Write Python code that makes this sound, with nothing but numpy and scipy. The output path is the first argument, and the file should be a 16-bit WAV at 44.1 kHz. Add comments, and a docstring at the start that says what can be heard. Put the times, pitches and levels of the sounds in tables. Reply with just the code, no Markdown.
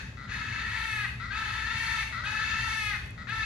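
"""Lemur braying in an enclosure

Off to the left, short creaky grunts lead into long raspy squalls, most of which drop in pitch at the end.
A grunt is a pulse train ringing throat resonances; a squall is harmonics and breath through a vocal tract.
Near walls reflect the calls and far ones return a long echo, made of sparse taps with band-wise decay.
Filtered noise gives the low rumble of far traffic and machinery, and the air hiss.
Sine tones give a few decaying ticks and one faint gliding coo."""
import sys
import numpy as np
from scipy import signal
from scipy.fft import rfft, irfft, next_fast_len
from scipy.io import wavfile
from scipy.ndimage import uniform_filter1d

SR = 44100
rng = np.random.default_rng(int(sys.argv[2]) if len(sys.argv) > 2 else 0)


def generate_wav(signal):
    """Clip the signal to [-1, 1] and save it as 16-bit WAV at the path in sys.argv[1]."""
    frames = np.transpose(np.atleast_2d(signal))
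    scaled = np.clip(frames, -1, 1) * 32767
    pcm = np.round(scaled).astype(np.int16)
    wavfile.write(sys.argv[1], SR, pcm)


N = 152145
LEAD_IN = SR // 2  # samples computed before time zero

# Spectral density of the rumble: f/Hz, relative level/dB
RUMBLE_SPECTRUM = [(20, -45), (49, -7), (112, 0), (145, -9), (233, -12), (343, -28.5), (416, -23.5),
                   (544, -31), (594, -26.5), (700, -34), (910, -35), (1540, -95)]
RUMBLE_DB, RUMBLE_SWELL_DB, RUMBLE_SWELL_S = -45.5, 1.2, 0.18
RUMBLE_LEFT_DB = 1.5  # left above right, hums included
# Wavering hums: f/Hz, bandwidth/Hz, level/dB
HUMS = [(59.9, 6.4, -47), (116.45, 4.3, -50.5)]
# Spectral density of the air hiss: f/Hz, relative level/dB
AIR_SPECTRUM = [(250, -32), (500, -9), (1500, 3.5), (4000, -22), (7000, -11.5), (12500, -39)]
AIR_DB = -60
# Left-right likeness of the background: f/Hz, coherence/0-1
COHERENCE = [(60, 1), (200, 0.95), (310, 0.94), (460, 0.17), (800, 0.057), (12000, 0.11)]

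# Reverberation time: f/Hz, T60/s
REVERB_TIME = [(800, .8), (1500, .5), (2500, .72), (5500, .63), (11000, .62)]
# Colour of the sound sent to the echo: f/Hz, gain/dB
ECHO_COLOUR = [(2500, 6.5), (4000, 6), (6200, 9), (9000, 6.5)]
# Echo on each side, one row for left and one for right: level/dB
ECHO_LEVELS = [
    [-10.5],
    [-8.5],
]
ECHO_START = 1200  # samples before the far walls answer
ECHO_TAP_GAP = 20  # samples: one tap at a random place in each
# Near reflections: delay t/s, left level/dB, right level/dB
NEAR_WALLS = [(.0031, -18, -5.5), (.0074, -19, -8), (0.0115, -16, -11), (0.0166, -17, -6)]

# Grunts: start t/s, length/s, level/dB, pulse rates f/Hz at start, turn and end, place of the turn/0-1
GRUNTS = [(.172, .093, -42.5, 122, 135, 182, .5), (1.2, .072, -36, 186, 198, 222, .5),
          (1.283, .022, -41, 215, 215, 215, .5), (2.125, .088, -33.5, 243, 215, 245, .36),
          (2.222, .018, -40, 215, 215, 215, .5), (3.178, .058, -41.5, 160, 160, 178, .5)]
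# Throat resonances of the grunt: f/Hz, bandwidth/Hz, level/dB
GRUNT_THROAT = [(1360, 170, 0), (1970, 140, 0), (3700, 1000, -20)]
GRUNT_BREATH, GRUNT_FADE_S = .003, .004  # noise rms beside unit pulses; fade-out

# Squalls: t/s, voice level/dB, breath hiss relative to voice before HISS_DB/dB, mouth resonance f/Hz
SQUALL_BEFORE = [(-.5, -18, -5, 1820), (-.03, -35, -61, 1810)]  # over before time zero; only its echo remains
SQUALL_1 = [(0.275, -47, -34, 1400), (0.292, -42, -32, 1500), (0.298, -37, -34, 1795),
            (0.343, -32, -36, 1850), (0.401, -36, -40, 1640), (0.593, -33.5, -39.5, 1870),
            (0.931, -32, -29.5, 2024), (1.051, -30, -40, 1880), (1.078, -41, -30, 1920)]
SQUALL_2 = [(1.305, -34, -28, 1530), (1.353, -31, -37.5, 1560), (1.523, -33, -35.5, 1750),
            (1.698, -31, -40, 1780), (1.793, -30.5, -31, 2020), (1.93, -29, -34, 1870),
            (2.031, -31.5, -31.5, 2200), (2.049, -51, -27, 1875)]
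SQUALL_3 = [(2.235, -34, -10, 1550), (2.27, -30.5, -34.5, 1526), (2.481, -30, -39.5, 1810),
            (2.65, -30, -33, 1910), (2.78, -31.5, -29, 2014), (2.86, -29, -30.5, 2100),
            (2.93, -32, -54, 1830), (2.968, -32, -26, 1770)]
SQUALL_4 = [(3.27, -36, -20, 1410), (3.284, -35.5, -33, 1450), (3.299, -31.5, -35, 1670),
            (3.45, -30.5, -41, 1860)]
# Mean fundamental of the squalls: t/s, f/Hz
PITCH = [(-.1, 442), (-.03, 353), (.275, 339.2), (.31, 419.6), (.45, 436.2), (.65, 439.5), (.85, 443.5),
         (.95, 432), (1.03, 412.2), (1.05, 388.4), (1.078, 310), (1.305, 393.7), (1.385, 446.2),
         (1.46, 433.1), (1.65, 444.3), (1.82, 453.8), (1.93, 446.7), (2.015, 432.8), (2.05, 346.4),
         (2.235, 374), (2.27, 428.4), (2.47, 442.7), (2.65, 444.9), (2.77, 436), (2.905, 416), (2.94, 378),
         (2.968, 330.2), (3.27, 336.7), (3.3, 420), (3.325, 441.4), (3.45, 436.6)]
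# Share of breath against harmonics, which also sets the unsteadiness: t/s, roughness/0-1
ROUGHNESS = [(0, .5), (.3, .68), (.7, .7), (.85, .45), (1.0, .35), (1.08, .22), (1.3, .45), (1.45, .62),
             (1.75, .62), (1.95, .5), (2.05, .36), (2.23, .48), (2.45, .6), (2.7, .52), (2.82, .2),
             (2.97, .2), (3.27, .35), (3.45, .55)]
# Response of the throat: f/Hz, gain/dB
THROAT = [(300, -32.5), (600, -40), (800, -16.5), (880, -14), (1000, -9), (1170, -12), (1320, -5.5),
          (1500, -5), (1750, -5.5), (1950, -3.5), (2130, -10), (2350, -10), (2570, -5.5), (2750, -9),
          (3000, -16), (3400, -10.5), (3550, -12), (3690, -7), (3950, -16), (4250, -11.5), (4420, -9),
          (4620, -15), (5700, -24), (6300, -18.5), (7200, -24), (9000, -62)]
# Spectrum of the breath hiss: f/Hz, relative level/dB
HISS_SPECTRUM = [(4800, -11), (5700, 0), (6250, 1.5), (6800, -31), (7600, -1.5), (9000, -5.5),
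                 (11000, -1.5), (12500, -17.5)]
# Swell of the upper rasp: t/s, gain/dB
RASP_SWELL = [(0, 6), (.7, -7), (2.4, 3), (2.9, 6.5), (3.3, 2)]
RASP_HZ, RASP_WIDTH_HZ = 5940, 2100
MOUTH_WIDTH_HZ, MOUTH_DB = 333, 4.5
HISS_DB, HISS_RISE_S = 12, 0.072
RISE_S, FALL_S = 0.0022, 0.0085
WOBBLE, WOBBLE_S = .026, .007  # rms pitch deviation as a fraction at full roughness; smoothing span
FLUTTER_DB, THROB_DB, FLUTTER_S = 8, 1.5, .006  # rms per harmonic and of the whole voice at full roughness
UPPER_DB_PER_HARMONIC = -1.6  # harmonics above the sixth sink into the breath
UPPER_SMEAR = .38  # rms radians of phase wander per harmonic above the fifth

# Excess of left over right in the calls: f/Hz, level difference/dB
LEFT_EXCESS = [(450, 18), (700, 11.5), (1250, 10), (2400, 4), (3600, 2.5), (6000, 0.5), (12000, 1)]
LEFT_LAG_S, RIGHT_DIRECT_DB = 4.5e-5, -7  # direct level before the left excess is taken off

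# Faint coo: t/s, f/Hz, left level/dB
COO = [(2.07, 590, -72), (2.12, 650, -57), (2.155, 645, -70), (2.19, 608, -58), (2.3, 585, -58),
       (2.42, 535, -61), (2.52, 495, -72)]
# Ticks: t/s, initial left level/dB, f/Hz
TICKS = [(3.062, -35, 9200), (3.074, -42, 11300), (3.108, -35, 9400), (3.295, -34, 9100),
         (2.255, -50, 10900)]

# Tone colour of the left-right sum: f/Hz, gain/dB
SUM_COLOUR = [(7600, 0.5), (8500, -9), (8900, -27), (9600, -39), (10000, -8), (10600, 3.5), (11800, 0.5),
              (12400, -46)]
# Tone colour of the left-right difference: f/Hz, gain/dB
DIFFERENCE_COLOUR = [(7600, 0), (8500, 3), (10000, 2), (10900, 0), (11200, -10), (11500, -50)]
BAND_LIMIT_HZ = 12500


def gain_of(db):
    """Amplitude ratio: a level of 20 dB is a factor of ten."""
    return 10 ** (np.asarray(db) / 20)


def evened(x):
    """Normalisation of a signal to unit rms."""
    return x / np.sqrt(np.mean(x ** 2) + 1e-20)


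def read(points, hz):
    """Interpolation of a spectrum along a logarithmic frequency axis."""
    f, value = np.transpose(points)
    return np.interp(np.log(hz + 1), np.log(f + 1), value)


def add(mix, start_s, sound):
    """Superposition: a sound adds to the mix from its start time."""
    part = mix[round(start_s * SR) + LEAD_IN:][:len(sound)]
    part += sound[:len(part)]


def coloured(x, points_db, early_s=0):
    """Linear filtering by a gain curve; a linear phase advances the signal in time."""
    size = next_fast_len(x.shape[-1] + 4096)
    hz = np.fft.rfftfreq(size, 1 / SR)
    advance = np.exp(2j * np.pi * hz * early_s)
    spectrum = rfft(x, size) * gain_of(read(points_db, hz)) * advance
    return irfft(spectrum, size)[..., :x.shape[-1]]


def resonate(x, hz, width_hz):
    """Moving resonance: shift its centre to zero frequency, low-pass to unit peak gain, shift back."""
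    turn = np.exp(2j * np.pi * np.cumsum(hz * np.ones(len(x))) / SR)
    r = np.exp(-np.pi * width_hz / SR)
    smoothed = signal.lfilter([1 - r], [1, -r], x / turn + 1e-18)
    return 2 * (turn * smoothed).real


def drift(size, span_s):
    """Slow random fluctuation of unit rms: white noise averaged twice over a span."""
    n = max(round(span_s * SR), 1)
    once = uniform_filter1d(rng.standard_normal(size), n)
    return evened(uniform_filter1d(once, n))


def edges(t, rise_s, fall_s):
    """Linear onset and decay of an envelope."""
    return np.clip(np.minimum(t / rise_s, (t[-1] - t) / fall_s), 0, 1)


def noise_pair(points_db):
    """Partial coherence: a shared and an independent noise mix by frequency on the right."""
    hz = np.fft.rfftfreq(N, 1 / SR)
    left, other = rfft(rng.standard_normal((2, N))) * gain_of(read(points_db, hz))
    likeness = np.clip(read(COHERENCE, hz), 0, 1)
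    right = likeness * left + np.sqrt(1 - likeness ** 2) * other
    return evened(irfft(np.array([left, right]), N))


def background():
    """Stationary noise: a swelling low rumble, narrow noise bands heard as wavering hums, and air hiss."""
    hum = sum(gain_of(db) * evened(resonate(rng.standard_normal(N), hz, width_hz))
              for hz, width_hz, db in HUMS)
    rumble_db = RUMBLE_DB + RUMBLE_SWELL_DB * drift(N, RUMBLE_SWELL_S)
    low = gain_of(rumble_db) * noise_pair(RUMBLE_SPECTRUM) + hum
    balance = gain_of([[RUMBLE_LEFT_DB / 2], [-RUMBLE_LEFT_DB / 2]])
    return low * balance + gain_of(AIR_DB) * noise_pair(AIR_SPECTRUM)


def echo(x):
    """Reverberation: sparse taps of random sign, different on each side, decay at a rate set by band."""
    taps = np.zeros((2, SR))
    places = np.arange(ECHO_START, SR - ECHO_TAP_GAP, ECHO_TAP_GAP)
    places = places + rng.integers(0, ECHO_TAP_GAP, (2, len(places)))
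    np.put_along_axis(taps, places, rng.choice([-1., 1.], places.shape), 1)
    hz, t, bands = signal.stft(taps, SR, nperseg=256)
    decay = gain_of(-60 * t / read(REVERB_TIME, hz)[:, None])
    tail = signal.istft(bands * decay, SR, nperseg=256)[1]
    tail /= np.linalg.norm(tail[0])
    return signal.fftconvolve(x[None], tail, axes=1)[:, :len(x)]


def grunt(start, length, db, first, middle, last, turn):
    """Impulse excitation: slow pulses ring two strong throat resonances and a weak broad one above."""
    t = np.arange(0, length, 1 / SR)
    leg = np.interp(t, [0, length * turn, length], [-1, 0, 1])
    outer_rate = np.where(leg < 0, first, last)
    rate = middle + (outer_rate - middle) * np.sin(np.pi / 2 * leg) ** 2
    cycles = np.cumsum(rate) / SR
    pulses = np.diff(np.floor(cycles), prepend=-1)  # one at each whole cycle
    drive = pulses + GRUNT_BREATH * rng.standard_normal(len(t))
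    ring = sum(gain_of(level) * resonate(resonate(drive, hz, width_hz), hz, 2 * width_hz)
               for hz, width_hz, level in GRUNT_THROAT)
    # the shifted time leaves the onset abrupt
    fade = edges(t + GRUNT_FADE_S, GRUNT_FADE_S, GRUNT_FADE_S)
    return start, gain_of(db) * evened(ring) * fade


def vocal_folds(cycles, rough):
    """Fourier synthesis: 17 harmonics follow one pitch, each with a random starting phase and own flutter."""
    total = np.zeros(len(cycles))
    for k in range(1, 18):
        smear = UPPER_SMEAR * max(k - 5, 0) * drift(len(cycles), FLUTTER_S)
        flutter_db = FLUTTER_DB * rough * drift(len(cycles), FLUTTER_S)
        level_db = flutter_db + UPPER_DB_PER_HARMONIC * max(k - 6, 0)
        total += np.cos(2 * np.pi * (k * cycles + rng.random()) + smear) * gain_of(level_db)
    return total


def squall(rows):
    """Source-filter principle: harmonics and breath puffs pass throat and moving mouth, under added hiss."""
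    rows = np.transpose(rows)
    t = np.arange(rows[0, 0], rows[0, -1], 1 / SR)
    effort_db, hiss_db, mouth_hz = (np.interp(t, rows[0], column) for column in rows[1:])
    pitch_hz = np.interp(t, *np.transpose(PITCH))
    rough = np.interp(t, *np.transpose(ROUGHNESS))
    cycles = np.cumsum(pitch_hz * (1 + WOBBLE * rough * drift(len(t), WOBBLE_S))) / SR

    folds = vocal_folds(cycles, rough)
    # breath noise bursts at the start of each cycle
    puffs = (1 + np.exp(-(cycles % 1) / 0.17)) * rng.standard_normal((2, len(t)))
    drive = (1 - rough) * evened(folds) + rough * evened(puffs[0])

    mouth = gain_of(MOUTH_DB) * resonate(drive, mouth_hz, MOUTH_WIDTH_HZ)
    voice = coloured(drive + mouth, THROAT)
    rasp_gain = gain_of(np.interp(t, *np.transpose(RASP_SWELL)))
    voice = voice + (rasp_gain - 1) * resonate(voice, RASP_HZ, RASP_WIDTH_HZ)
    voice /= np.sqrt(uniform_filter1d(voice ** 2, SR // 20))  # unit running power
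    voice *= gain_of(THROB_DB * rough * drift(len(t), FLUTTER_S))

    hiss = gain_of(HISS_DB + hiss_db) * evened(coloured(puffs[1], HISS_SPECTRUM))
    hiss *= edges(t - t[0], HISS_RISE_S, FALL_S)
    return t[0], edges(t - t[0], RISE_S, FALL_S) * gain_of(effort_db) * (voice + hiss)


def lemur():
    """Direct and reflected paths: the calls are weaker, slightly earlier and wetter on the right."""
    calls = np.zeros(N + LEAD_IN)
    for row in GRUNTS:
        add(calls, *grunt(*row))
    for rows in (SQUALL_BEFORE, SQUALL_1, SQUALL_2, SQUALL_3, SQUALL_4):
        add(calls, *squall(rows))
    direct = gain_of([[0], [RIGHT_DIRECT_DB]]) * calls
    near = sum(gain_of([[left_db], [right_db]]) * np.roll(calls, round(delay_s * SR))
               for delay_s, left_db, right_db in NEAR_WALLS)
    far = gain_of(ECHO_LEVELS) * echo(coloured(calls, ECHO_COLOUR))
    left, right = (direct + near + far)[:, LEAD_IN:]
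    right_cut = [(hz, -db) for hz, db in LEFT_EXCESS]
    return np.array([left, coloured(right, right_cut, LEFT_LAG_S)])


def coo(mix):
    """Frequency modulation: a faint sine whose phase is the running sum of a gliding frequency."""
    s, hz, db = np.transpose(COO)
    t = np.arange(s[0], s[-1], 1 / SR)
    phase = 2 * np.pi * np.cumsum(np.interp(t, s, hz)) / SR
    add(mix, s[0], gain_of(np.interp(t, s, db)) * np.sin(phase))


def ticks(mix):
    """Exponential decay: high sine bursts fall 60 dB in 2.4 ms."""
    t = np.arange(200) / SR
    for s, db, hz in TICKS:
        add(mix, s, gain_of(db - 60 * t / 0.0024) * np.sin(2 * np.pi * hz * t))


def small_sounds():
    """Amplitude panning: coo and ticks are without echo and weaker on the right."""
    mix = np.zeros(N + LEAD_IN)
    coo(mix)
    ticks(mix)
    return mix[LEAD_IN:] * np.array([[1], [.4]])


def scene():
    """Superposition of all sources on two channels."""
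    return background() + lemur() + small_sounds()


def record(dry):
    """Filtering: the sum has a notch near 9.6 kHz, the difference loses its top; then a band limit."""
    both = coloured(dry[0] + dry[1], SUM_COLOUR) / 2
    apart = coloured(dry[0] - dry[1], DIFFERENCE_COLOUR) / 2
    pair = np.array([both + apart, both - apart])
    low_pass = signal.firwin(511, BAND_LIMIT_HZ, window=("kaiser", 9), fs=SR)
    return signal.oaconvolve(pair, low_pass[None], "same")


dry = scene()
out = record(dry)
generate_wav(out)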